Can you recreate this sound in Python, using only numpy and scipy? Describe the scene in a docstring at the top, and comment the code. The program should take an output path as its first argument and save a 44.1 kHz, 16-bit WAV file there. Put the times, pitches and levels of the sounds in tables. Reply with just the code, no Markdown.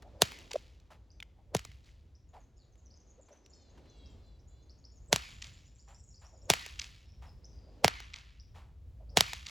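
"""In an open sand arena, a rider on a standing horse cracks the string of a training stick six times.
Each crack is a tiny shock wave plus a low thump off the sand; walls throw it back and the yard rings on.
Bands of noise and wavering tones make the string's swishes; bursts of noise make gritty rustles and ticks.
Small birds twitter and whine in gliding tones, over filtered noise: a distant rumble, a breeze and a hiss."""
import sys
import numpy as np
from scipy import signal
from scipy.fft import rfft, irfft, next_fast_len
from scipy.io import wavfile

SR = 44100
rng = np.random.default_rng(int(sys.argv[2]) if len(sys.argv) > 2 else 0)


def transcribe(u):
    """Save the signal u as a 16-bit wav file named by the first command-line argument.

    u: samples, shape (n,) or (channels, n), limited to [-1, 1]; the rate is SR.
    q: integer samples, one column per channel.
    """
    v = np.clip(np.atleast_2d(u).T, -1, 1)
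    q = np.round(v * 32767).astype(np.int16)
    wavfile.write(sys.argv[1], SR, q)


N = 418937
TIME = np.arange(N) / SR

# The six cracks and their echoes, all levels relative: [t/s, shock level/dB, shock length/ms,
# thump level/dB, boom level in the thump/dB, near wall delay/s, near wall level/dB, far walls level/dB,
# yard tail level/dB, gate delay/s, gate level/dB, wind-up level/dB, wind-up base f/Hz]
CRACKS = [(0.2205, 4.5, 0.04, -10, -1.5, 0.037, -34.5, -29.5, -40, 0.098, -26, -53.5, 759),
          (1.5497, -9.5, 0.039, -15, 6.5, 0.017, -21.5, -55, -50.5, 0.1, -23.5, -67, 850),
          (5.1289, -.5, 0.088, -10.5, 0, 0.032, -8, -28, -37, 0.16, -35, -81, 648),
          (6.5019, 1.5, 0.06, -9, -2.5, .0352, -9.5, -21, -34, 0.16, -22, -59, 688.5),
          (7.8458, -3, 0.27, -7.5, 0.5, .0347, -8.5, -25, -34, .1563, -26.5, -62, 644),
          (9.1723, 2.5, 0.081, -11, 1, 0.036, 1.5, -27.5, -31.5, 0.16, -15, -60.5, 670)]
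# Tone of an echo off a rough surface: [f/Hz, level/dB]
ECHO_TONE = [(150, -22), (380, -18.5), (750, -4), (1400, -4), (2200, 3.5), (4000, -0.5), (7000, -1.5),
             (10000, -10), (16000, -16)]


def undb(db):
    """Turn decibels into a gain."""
    return 10 ** (np.asarray(db) / 20)


def unit(x):
    """Scale to an average (rms) strength of 1."""
    return x / np.sqrt(np.mean(x ** 2) + 1e-30)


def clock(length):
    """Sample times of a sound of this length in seconds."""
    return np.arange(int(length * SR)) / SR


def add(out, s, x):
    """Mix x into out from time s on."""
    i = max(int(round(s * SR)), 0)
    n = min(x.shape[-1], out.shape[-1] - i)
    if n > 0:
        out[..., i:i + n] += x[..., :n]


def at(points, hz, axis=1):
    """Read a table column at any frequency, evenly spaced by musical interval."""
    p = np.array(points, float)
    return np.interp(np.log(hz + 1e-9), np.log(p[:, 0]), p[:, axis])


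def colour(x, points):
    """Give x the tone in a table, with a filter that never answers before the sound arrives."""
    size = 4096
    log_gain = np.log(undb(at(points, np.fft.rfftfreq(size, 1 / SR))))
    # folding the cepstrum forward in time makes the filter minimum-phase
    cepstrum = irfft(log_gain)
    cepstrum[1:size // 2] *= 2
    cepstrum[size // 2 + 1:] = 0
    response = irfft(np.exp(rfft(cepstrum)))
    return signal.oaconvolve(x, response)[:len(x)]


def band(x, lo, hi, order=2):
    """Keep mainly the frequencies between lo and hi."""
    sos = signal.butter(order, [lo, min(hi, SR / 2 - 100)], "band", fs=SR, output="sos")
    return signal.sosfilt(sos, x)


def noise(t):
    """White noise as long as t."""
    return rng.standard_normal(len(t))


def spread(x, side):
    """Make left and right: the side part is added on the left and subtracted on the right."""
    return x + np.array([[1], [-1]]) * side


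def whip():
    """Each crack, its slap from the near wall and gate, the far walls' answer and the scattered tail."""
    # Reflections off horse and rider: [delay/s, level over the yard tail/dB]
    body_echoes = [(.0058, 21), (.0130, 18)]
    # Reflections off the far side of the arena: [delay/s, level/dB]
    far_walls = [(.289, 4), (.2932, 13), (0.3136, 6.5), (.3390, 1.5)]
    # Tones of the shock, of the thump and of the far walls: [f/Hz, level/dB]
    shock_tone = [(200, -8.5), (700, 1.5), (1300, -3), (2300, 3), (5000, 3), (7000, 1.5), (10000, -0.5),
                  (16000, -6)]
    ground_tone = [(40, -4), (100, 4), (180, 2.5), (290, -10.5), (430, 0), (540, -3), (680, 1), (860, -6),
                   (1150, -4.5), (1600, -4), (4000, 0)]
    far_tone = [(200, -58), (900, -24), (1400, -17.5), (2300, -1), (5000, -2.5), (7000, -6.5),
                (10000, -23.5), (16000, -41)]
    near_stretch = 0.95  # length of the clean shock from the wall's flat part, over the direct one
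    lead = .02  # s, room ahead of each crack for the hiss that builds up to it

    direct, ground, near, far, tail, tail_side = np.zeros((6, N))
    yard, yard_side = yard_tail(far_share=0.29), yard_tail(far_share=0.085)
    for (s, shock_db, shock_ms, thump_db, boom_db, near_lag, near_db, far_db,
         tail_db, gate_lag, gate_db, *_) in CRACKS:
        add(direct, s - lead, undb(shock_db) * shock(shock_ms, lead))
        add(ground, s - lead, undb(thump_db) * thump(lead, boom_db))
        # near wall: rough scatter, a clean shock and a thump
        add(near, s + near_lag - .0004, undb(near_db + 2.5) * burst(decay=0.00041))
        add(direct, s + near_lag - lead, undb(near_db - 5) * shock(near_stretch * shock_ms, lead))
        add(ground, s + near_lag - lead, undb(near_db - 22) * thump(lead, boom_db))
        # gate
        add(near, s + gate_lag, undb(gate_db) * burst(decay=0.001))
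        add(ground, s + gate_lag + 0.0018 - lead, undb(gate_db - 19) * thump(lead, boom_db=-17.5))
        for lag, db in body_echoes:
            add(near, s + lag - .0004, undb(tail_db + db) * burst(decay=0.00082))
        for lag, db in far_walls:
            add(far, s + lag, undb(far_db + db) * soften(burst(decay=0.0014), shock_ms))
        add(tail, s, undb(tail_db) * soften(yard, shock_ms))
        aim = 1 + .07 * rng.standard_normal()  # each crack meets the ribs at its own angle
        add(tail, s + .07, undb(tail_db) * ribs(db=-14, start_hz=2700 * aim, end_hz=1990 * aim))
        add(tail, s + .1, undb(tail_db) * ribs(db=-20.5, start_hz=3600 * aim, end_hz=2900 * aim))
        add(tail_side, s, undb(tail_db) * yard_side)

    slaps = colour(direct, shock_tone) + colour(ground, ground_tone)
    echoes = colour(near, ECHO_TONE) + colour(far, far_tone)
    # sound from the sides differs between left and right mostly near 1 kHz
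    around = np.roll(0.12 * slaps + 0.27 * echoes, 30) + 2.0 * tail_side
    side = band(around, 850, 1600) + 0.8 * band(around, 180, 650) + 0.056 * around
    return spread(slaps + echoes + tail, side)


def shock(length_ms, lead):
    """The tip hisses as it speeds up, goes supersonic and sheds one steep pressure swing."""
    t = clock(.04) - lead
    swing = -np.tanh(t * SR * 2) * np.exp(-np.abs(t) * 1000 / length_ms)
    before = 0.27 * np.exp(-np.abs(t + 0.00049) / 0.00034)
    after = 0.066 * np.exp(-np.abs(t - .0007) / .0028)
    lowest_hz = 2500 * (.04 / length_ms) ** 0.38  # a faster tip hisses higher
    return swing + (before + after) * band(noise(t), lowest_hz, 12000)


def thump(lead, boom_db):
    """Sand returns a dull inverted shock; porous ground slows the low notes, so they glide down."""
    t = clock(0.11) - lead
    gust_shape = 0.8 * np.exp(-np.abs(t) / np.where(t < 0, .003, 0.0045))
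    gust = band(noise(t), 350, 1500) * gust_shape
    v = (t - .0014) / 0.00027
    bounce = -.7 * (1 - v ** 2) * np.exp(-v ** 2 / 2)
    age, glide = np.maximum(t, 0), .0022  # s
    turns = 830 * glide * np.log1p(age / glide)  # starts at 830 Hz and sinks
    knock = .6 * np.exp(-age / .002)
    boom = 0.26 * undb(boom_db) * np.exp(-age / 0.0098)
    fade = (1 - np.exp(-age / .0005)) * (knock + boom)
    return gust + bounce - fade * np.cos(2 * np.pi * turns)


def burst(decay):
    """A reflection off a rough surface: a dense cluster of tiny clicks with a fixed total energy."""
    t = clock(0.014)
    x = noise(t) * (1 - np.exp(-t / decay)) ** 2 * np.exp(-t / decay)
    return 2.6 * x / np.sqrt(np.sum(x ** 2))


def soften(x, shock_ms):
    """A longer shock carries less treble into its echoes."""
    pole = np.exp(-1000 / (SR * .22 * shock_ms))
    return signal.lfilter([1 - pole], [1, -pole], x)


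def yard_tail(far_share):
    """Grainy scatter from sand, rails and trees, each octave with its own fade; far walls swell it again."""
    # Tone and fade of the tail: [f/Hz, level/dB, time to fade by 60 dB/s]
    tail_tone = [(150, 0, 0.47), (382, -9.5, 0.28), (1000, -4, 0.71), (1483.5, -5.5, 1.6), (2270, 1, 0.62),
                 (4430, -2.5, 1.1), (6340, -5.5, .8), (10100, -14, 0.82), (16000, -23, 0.84)]
    patch_db = 1.33  # unevenness within each octave
    t, out = np.arange(SR) / SR, 0
    late = np.maximum(t - .29, 0)  # s since the far walls answered
    f = np.fft.rfftfreq(SR, 1 / SR)
    grains = undb(3.7 * np.repeat(rng.standard_normal(SR), 32)[:SR])
    scatter = rfft(unit(noise(t) * grains))
    early = 1 - np.exp(-t / 0.00062)
    swell = far_share * (1 - np.exp(-late / 0.018))
    for hz in 125 * 2 ** np.arange(8):
        octave = np.clip(1 - np.abs(np.log2((f + 1) / hz)), 0, 1)
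        rate = np.log(1000) / at(tail_tone, hz, axis=2)
        first_fade = early * (np.exp(-rate * t) + 2.4 * np.exp(-t / 0.019))
        far_fade = swell * np.exp(-1.4 * rate * late)
        patches = undb(patch_db * unit(band(noise(t), 15, 90)))  # single posts and trunks stand out
        out = out + (first_fade + far_fade) * patches * irfft(scatter * octave, SR)
    return colour(out, tail_tone)


def ribs(db, start_hz, end_hz):
    """Evenly spaced ribs of a wall return a train of pulses that slows down: a faint falling zing."""
    t = clock(0.14)
    wander = 1 + .07 * unit(band(noise(t), 40, 400))
    hz = (end_hz + (start_hz - end_hz) * np.exp(-t / 0.06)) * wander
    phase = 2 * np.pi * np.cumsum(hz) / SR
    uneven = undb(3.2 * unit(band(noise(t), 25, 200)))
    fade = np.sin(np.pi * t / t[-1]) * np.exp(-t / 0.12)
    return undb(db) * uneven * fade * (np.sin(phase) + .5 * np.sin(2 * phase))


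def swishes():
    """The string sheds whirls of air in wind-up, swing and lash; also a few hollow knocks and whooshes."""
    # Short hollow knocks and brief whooshes: [t/s, level/dB, base f/Hz, rise and fall time/s]
    short_puffs = [(0.546, -32, 525, .004), (0.56, -20, 640, 0.0033), (2.362, -50, 888, .024),
                   (3.197, -55.5, 568, .014), (3.32, -57.5, 608, .027)]
    # lead: time of the peak ahead of the crack, s; rise and fall in s; base pitch in Hz
    windup_lead, windup_rise, windup_fall = .157, 0.022, 0.028
    swing_lead, swing_hz, swing_rise, swing_fall = 0.053, 600, .045, 0.051
    swing_re_windup_db = -4
    lash_lead, lash_hz, lash_rise, lash_fall, lash_db = .004, 608, 0.022, .004, -47.5

    out = np.zeros(N + SR)  # one spare second in front, so that early swishes can start
    puffs = [(s, db, hz, half, half) for s, db, hz, half in short_puffs]
    for s, *_, windup_db, windup_hz in CRACKS:
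        swing_db = windup_db + swing_re_windup_db
        puffs += [(s - windup_lead, windup_db, windup_hz, windup_rise, windup_fall),
                  (s - swing_lead, swing_db, swing_hz, swing_rise, swing_fall),
                  (s - lash_lead, lash_db, lash_hz, lash_rise, lash_fall)]
    for s, db, hz, rise, fall in puffs:
        add(out, 1 + s - 3 * rise, undb(db) * rush(hz, rise, fall))
    return out[SR:]


def rush(hz, rise, fall):
    """Air swells and fades, its pitch following the speed; short is a cleaner tone, long is turbulent."""
    t = clock(3 * (rise + fall)) - 3 * rise
    speed = np.exp(-(t / np.where(t < 0, rise, fall)) ** 2)
    phase = 2 * np.pi * np.cumsum(hz * (.73 + 0.24 * speed)) / SR
    turbulence = min((rise + fall) / .04, .85)
    sine_part = band(noise(t), 10, 90, order=1) * np.sin(phase)
    cosine_part = band(noise(t), 10, 90, order=1) * np.cos(phase)
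    eddies = band(unit(sine_part + cosine_part), 300, 1100)
    return speed * (np.sqrt(1 - turbulence ** 2) * np.sin(phase) + 0.68 * turbulence * eddies)


def scuffs():
    """Gritty noise in little clumps: short rustles in the sand, and the rough part of knocks near 0.55 s."""
    # Short gritty rustles in the sand, and the rough noise of the knocks near 0.55 s:
    # [t/s, level/dB, fade time/s]
    scuff_list = [(0.025, -51.5, 0.0043), (0.508, -46, 0.0067), (.555, -37.5, 0.0017),
                  (0.903, -54.5, 0.025), (2.33, -63, 0.047), (3.283, -62.5, 0.013), (3.316, -67.5, 0.045),
                  (3.773, -64, 0.014), (3.855, -66.5, 0.01), (5.874, -60, 0.046), (6.213, -61, 0.046),
                  (7.217, -57, 0.041), (8.542, -57.5, 0.056)]
    # Tone of the sand: [f/Hz, level/dB]
    sand_tone = [(200, -25), (500, -7.5), (850, 0.5), (1400, -8.5), (2500, -12), (6000, -22.5),
                 (10000, -27.5), (16000, -37)]
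    out = np.zeros(N)
    for s, db, length in scuff_list:
        t = clock(6 * length)
        clumps = np.repeat(noise(t), 40)[:len(t)]
        grit = unit(colour(noise(t) * undb(2.5 * clumps), sand_tone))
        fade = 2 * (1 - np.exp(-3 * t / length)) * np.exp(-t / length)
        add(out, s, undb(db) * grit * fade)
    return out


def ticks():
    """Small ticks of the string and a few click-like echoes: a noisy click and two very short tones."""
    # Small ticks of the string, and a few click-like echoes of the cracks, levels relative:
    # [t/s, click level/dB, ring level/dB, f between the two tones/Hz]
    tick_list = [(0.022, -38.5, -60.5, 2570), (0.387, -33, -48.5, 2280), (0.532, -22, -41.5, 3710),
                 (.8, -49.5, -61, 4810), (1.202, -34, -39, 2900), (1.226, -30.5, -35, 2510),
                 (1.568, -21.5, -60, 5000), (1.592, -25, -40, 2400), (1.716, -42, -51.5, 2500),
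                 (1.89, -60.5, -56.5, 2500), (2.755, -54, -69, 2630), (3.461, -42, -68, 4160)]
    out, t = np.zeros(N), clock(.03)
    fade = (1 - np.exp(-t / .0003)) * np.exp(-t / .0012)
    for s, click_db, ring_db, hz in tick_list:
        ring = np.sin(2 * np.pi * 0.85 * hz * t) + .8 * np.sin(2 * np.pi * 1.2 * hz * t)
        add(out, s, undb(ring_db + 6) * fade * ring)
        add(out, s, undb(click_db) * colour(burst(decay=0.0014), ECHO_TONE))
    return out


def wren():
    """A wren's quick upward calls, runs of song notes slurred up or down, and plain whistles."""
    # Upward calls: [t/s, middle f/Hz, level/dB]
    upward_calls = [(1.102, 5600, -68), (2.145, 5450, -71), (2.903, 5170, -63), (3.528, 5410, -60.5),
                    (3.889, 6220, -67.5), (4.055, 5600, -66.5), (4.39, 5600, -70), (4.695, 5320, -62),
                    (4.84, 5220, -58.5), (5.79, 5260, -63), (6.14, 5130, -59.5), (7.437, 5480, -58.5),
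                    (8.392, 5340, -62.5), (9.09, 5170, -64)]
    # Longer plain whistles: [t/s, length/s, start f/Hz, end f/Hz, level/dB]
    whistles = [(2.559, .1, 5700, 3250, -75.5), (7.05, 0.12, 5290, 5480, -74),
                (7.256, 0.061, 5400, 5050, -68.5), (7.46, .3, 4980, 4770, -76)]
    # Runs of song: [start t/s, end t/s, notes per second, centre f/Hz, scatter of f/Hz, level/dB]
    song = [(2.281, 2.75, 11, 6750, 300, -76.5), (2.779, 3.7, 17, 6440, 520, -69),
            (3.951, 4.9, 6, 7100, 350, -77.5), (4.92, 6.45, 36, 7014, 300, -71.5),
            (5.55, 6.4, 13, 5610, 420, -69.5)]
    call_s, call_sweep_hz = .022, 1900
    # slur: largest glide each way, in units of the pitch scatter
    note_s, note_slur, note_scatter_db, note_jitter_s = .028, 1.2, 3.5, .02

    out = np.zeros(N)
    for s, hz, db in upward_calls:
        add(out, s, undb(db) * note(call_s, hz - call_sweep_hz / 2, hz + call_sweep_hz / 2))
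    for s, length, start_hz, end_hz, db in whistles:
        add(out, s, undb(db) * note(length, start_hz, end_hz))
    for start, end, rate, centre_hz, scatter_hz, db in song:
        for s in np.arange(start, end, 1 / rate):
            late, high, slur, loud = rng.standard_normal(4)
            hz = centre_hz + scatter_hz * high
            glide = note_slur * scatter_hz * np.tanh(2 * slur)
            gain = undb(db + note_scatter_db * loud)
            add(out, s + note_jitter_s * late, gain * note(note_s, hz - glide, hz + glide))
    return out * undb(6.3 * unit(band(noise(TIME), 53, 220)) - 2)  # the tiny throat flutters


def note(length, start_hz, end_hz):
    """One gliding, slightly wavering bird note."""
    u = clock(length) / length
    waver = 1 + .015 * unit(band(noise(u), 80, 600))
    hz = (start_hz + (end_hz - start_hz) * u) * waver
    return np.sqrt(np.sin(np.pi * u)) * np.sin(2 * np.pi * np.cumsum(hz) / SR)


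def finch():
    """Thin nasal whines, like a finch's: a gliding stack of harmonics through one throat resonance."""
    # Whines: [t/s, length/s, start f/Hz, end f/Hz, brightest f/Hz, level/dB]
    whines = [(3.51, 0.21, 627, 559, 4470, -74), (3.827, 0.28, 586, 555, 4100, -74),
              (3.913, 0.23, 556, 521, 3410, -71.5), (4.159, .22, 593, 558, 4130, -76),
              (4.49, 0.17, 575, 592, 3900, -77.5)]
    throat_hz = 650  # half width of the resonance
    out = np.zeros(N)
    for s, length, start, end, bright_hz, db in whines:
        u = clock(length) / length
        waver = 1 + .009 * unit(band(noise(u), 80, 600))
        phase = 2 * np.pi * np.cumsum((start + (end - start) * u ** 2) * waver) / SR
        call = sum(np.sin(k * phase) / (1 + ((k * start - bright_hz) / throat_hz) ** 2)
                   for k in range(4, 12))
        add(out, s, undb(db) * unit(call) * np.sin(np.pi * u) ** .5)
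    return out


def outdoors(x, wet_db, t60):
    """Add the thin scatter of trees and fences: noise that fades by 60 dB in t60 seconds."""
    t = clock(.5)
    response = noise(t) * undb(-60 * t / t60) * (1 - np.exp(-t / 0.0054))
    response = response / np.sqrt(np.sum(response ** 2))
    wet = undb(wet_db) * signal.oaconvolve(x, response)[:N]
    return spread(x + wet, .2 * wet)


def air():
    """Far rumble and light breeze, swelling slowly as listed with a random flutter, over a steady hiss."""
    # Tones of the three noises: [f/Hz, level/dB]
    rumble_tone = [(20, -20.5), (35, -9), (52, 5), (75, 1.5), (110, -6.5), (160, -15), (260, -25.5),
                   (500, -56.5)]
    breeze_tone = [(100, -6.5), (250, 2), (500, -3), (900, -11.5), (1400, -19), (2200, -22), (4000, -23),
                   (7000, -29.5), (9000, -39.5), (16000, -55.5)]
    hiss_tone = [(200, 1.5), (1000, -2.5), (2200, -3), (4000, -8.5), (7000, -11.5), (9000, -18.5),
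                 (12000, -22.5), (16000, -42)]
    # Slow swells, before a small fixed lift and the flutter: [t/s, level/dB]
    rumble_swell = [(0.0, -56.5), (1.11, -62), (1.74, -55.5), (1.93, -61.5), (2.41, -61.5), (3.01, -63),
                    (3.33, -69.5), (4.02, -57.5), (4.79, -61.5), (4.97, -56.5), (5.66, -56.5),
                    (5.82, -61.5), (7.28, -55.5), (8.68, -57), (9.15, -53.5), (9.5, -54.5)]
    breeze_swell = [(0.0, -65), (0.42, -62.5), (0.71, -72), (1.77, -75.5), (2.12, -77), (3.07, -71),
                    (3.63, -69), (3.78, -64.5), (4.1, -66.5), (4.47, -73), (5.34, -71.5), (6.0, -78.5),
                    (6.51, -69), (6.93, -76.5), (7.8, -64), (8.12, -78), (9.26, -73), (9.5, -76)]
    rumble_flutter_db, breeze_flutter_db = 1.6, 0.78

    rumble_db = np.interp(TIME, *np.transpose(rumble_swell))
    breeze_db = np.interp(TIME, *np.transpose(breeze_swell))
    knots = np.arange(0, 10, 1 / 9)  # a new random level nine times a second
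    flutter = np.interp(TIME, knots, noise(knots))
    rumble = unit(colour(noise(TIME), rumble_tone))
    breeze = unit(colour(noise(TIME), breeze_tone))
    hiss = unit(colour(noise(TIME), hiss_tone))
    # each noise played backwards serves as its own unrelated side signal
    return (spread(rumble, 0.12 * rumble[::-1]) * undb(rumble_db + 3.0 + rumble_flutter_db * flutter)
            + spread(breeze, .3 * breeze[::-1]) * undb(breeze_db + 1.44 + breeze_flutter_db * flutter)
            + spread(hiss, .2 * hiss[::-1]) * undb(-85.0))


def scene():
    """Everything in the arena; the low swishes stay dry, the trees scatter the brighter sounds."""
    small = spread(swishes(), 0) + outdoors(scuffs() + ticks(), wet_db=-24, t60=.7)
    birds = outdoors(wren() + finch(), wet_db=-3.0, t60=0.47)
    return whip() + small + birds + air()


def record(dry):
    """Left and right differ in phase: slightly in lows and mids, strongly in the high treble.

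    The highest peaks are rounded and the top is cut."""
    # Phase by which the left leads the right: [f/Hz, phase/radians]
    left_lead = [(0, 0), (120, 0), (300, .2), (550, 0), (1050, .5), (1300, 0), (1650, .7), (1950, .1),
                 (3000, .3), (5000, .1), (5800, -.4), (6600, 0), (7400, -.35), (9050, -3.14), (11200, -6.2),
                 (13250, -9.4), (15300, -12.5)]
    top_hz = 16600
    size = next_fast_len(N + 4096)
    lead = np.interp(np.fft.rfftfreq(size, 1 / SR), *np.transpose(left_lead))
    turn = np.exp(.5j * lead * np.array([[1], [-1]]))  # half the lead to each side
    shifted = irfft(rfft(dry, size) * turn, size)[:, :N]
    rounded = shifted / (1 + (shifted / .8) ** 8) ** (1 / 8)
    return signal.sosfilt(signal.ellip(8, .2, 70, top_hz, fs=SR, output="sos"), rounded)


dry = scene()
out = record(dry)
transcribe(out)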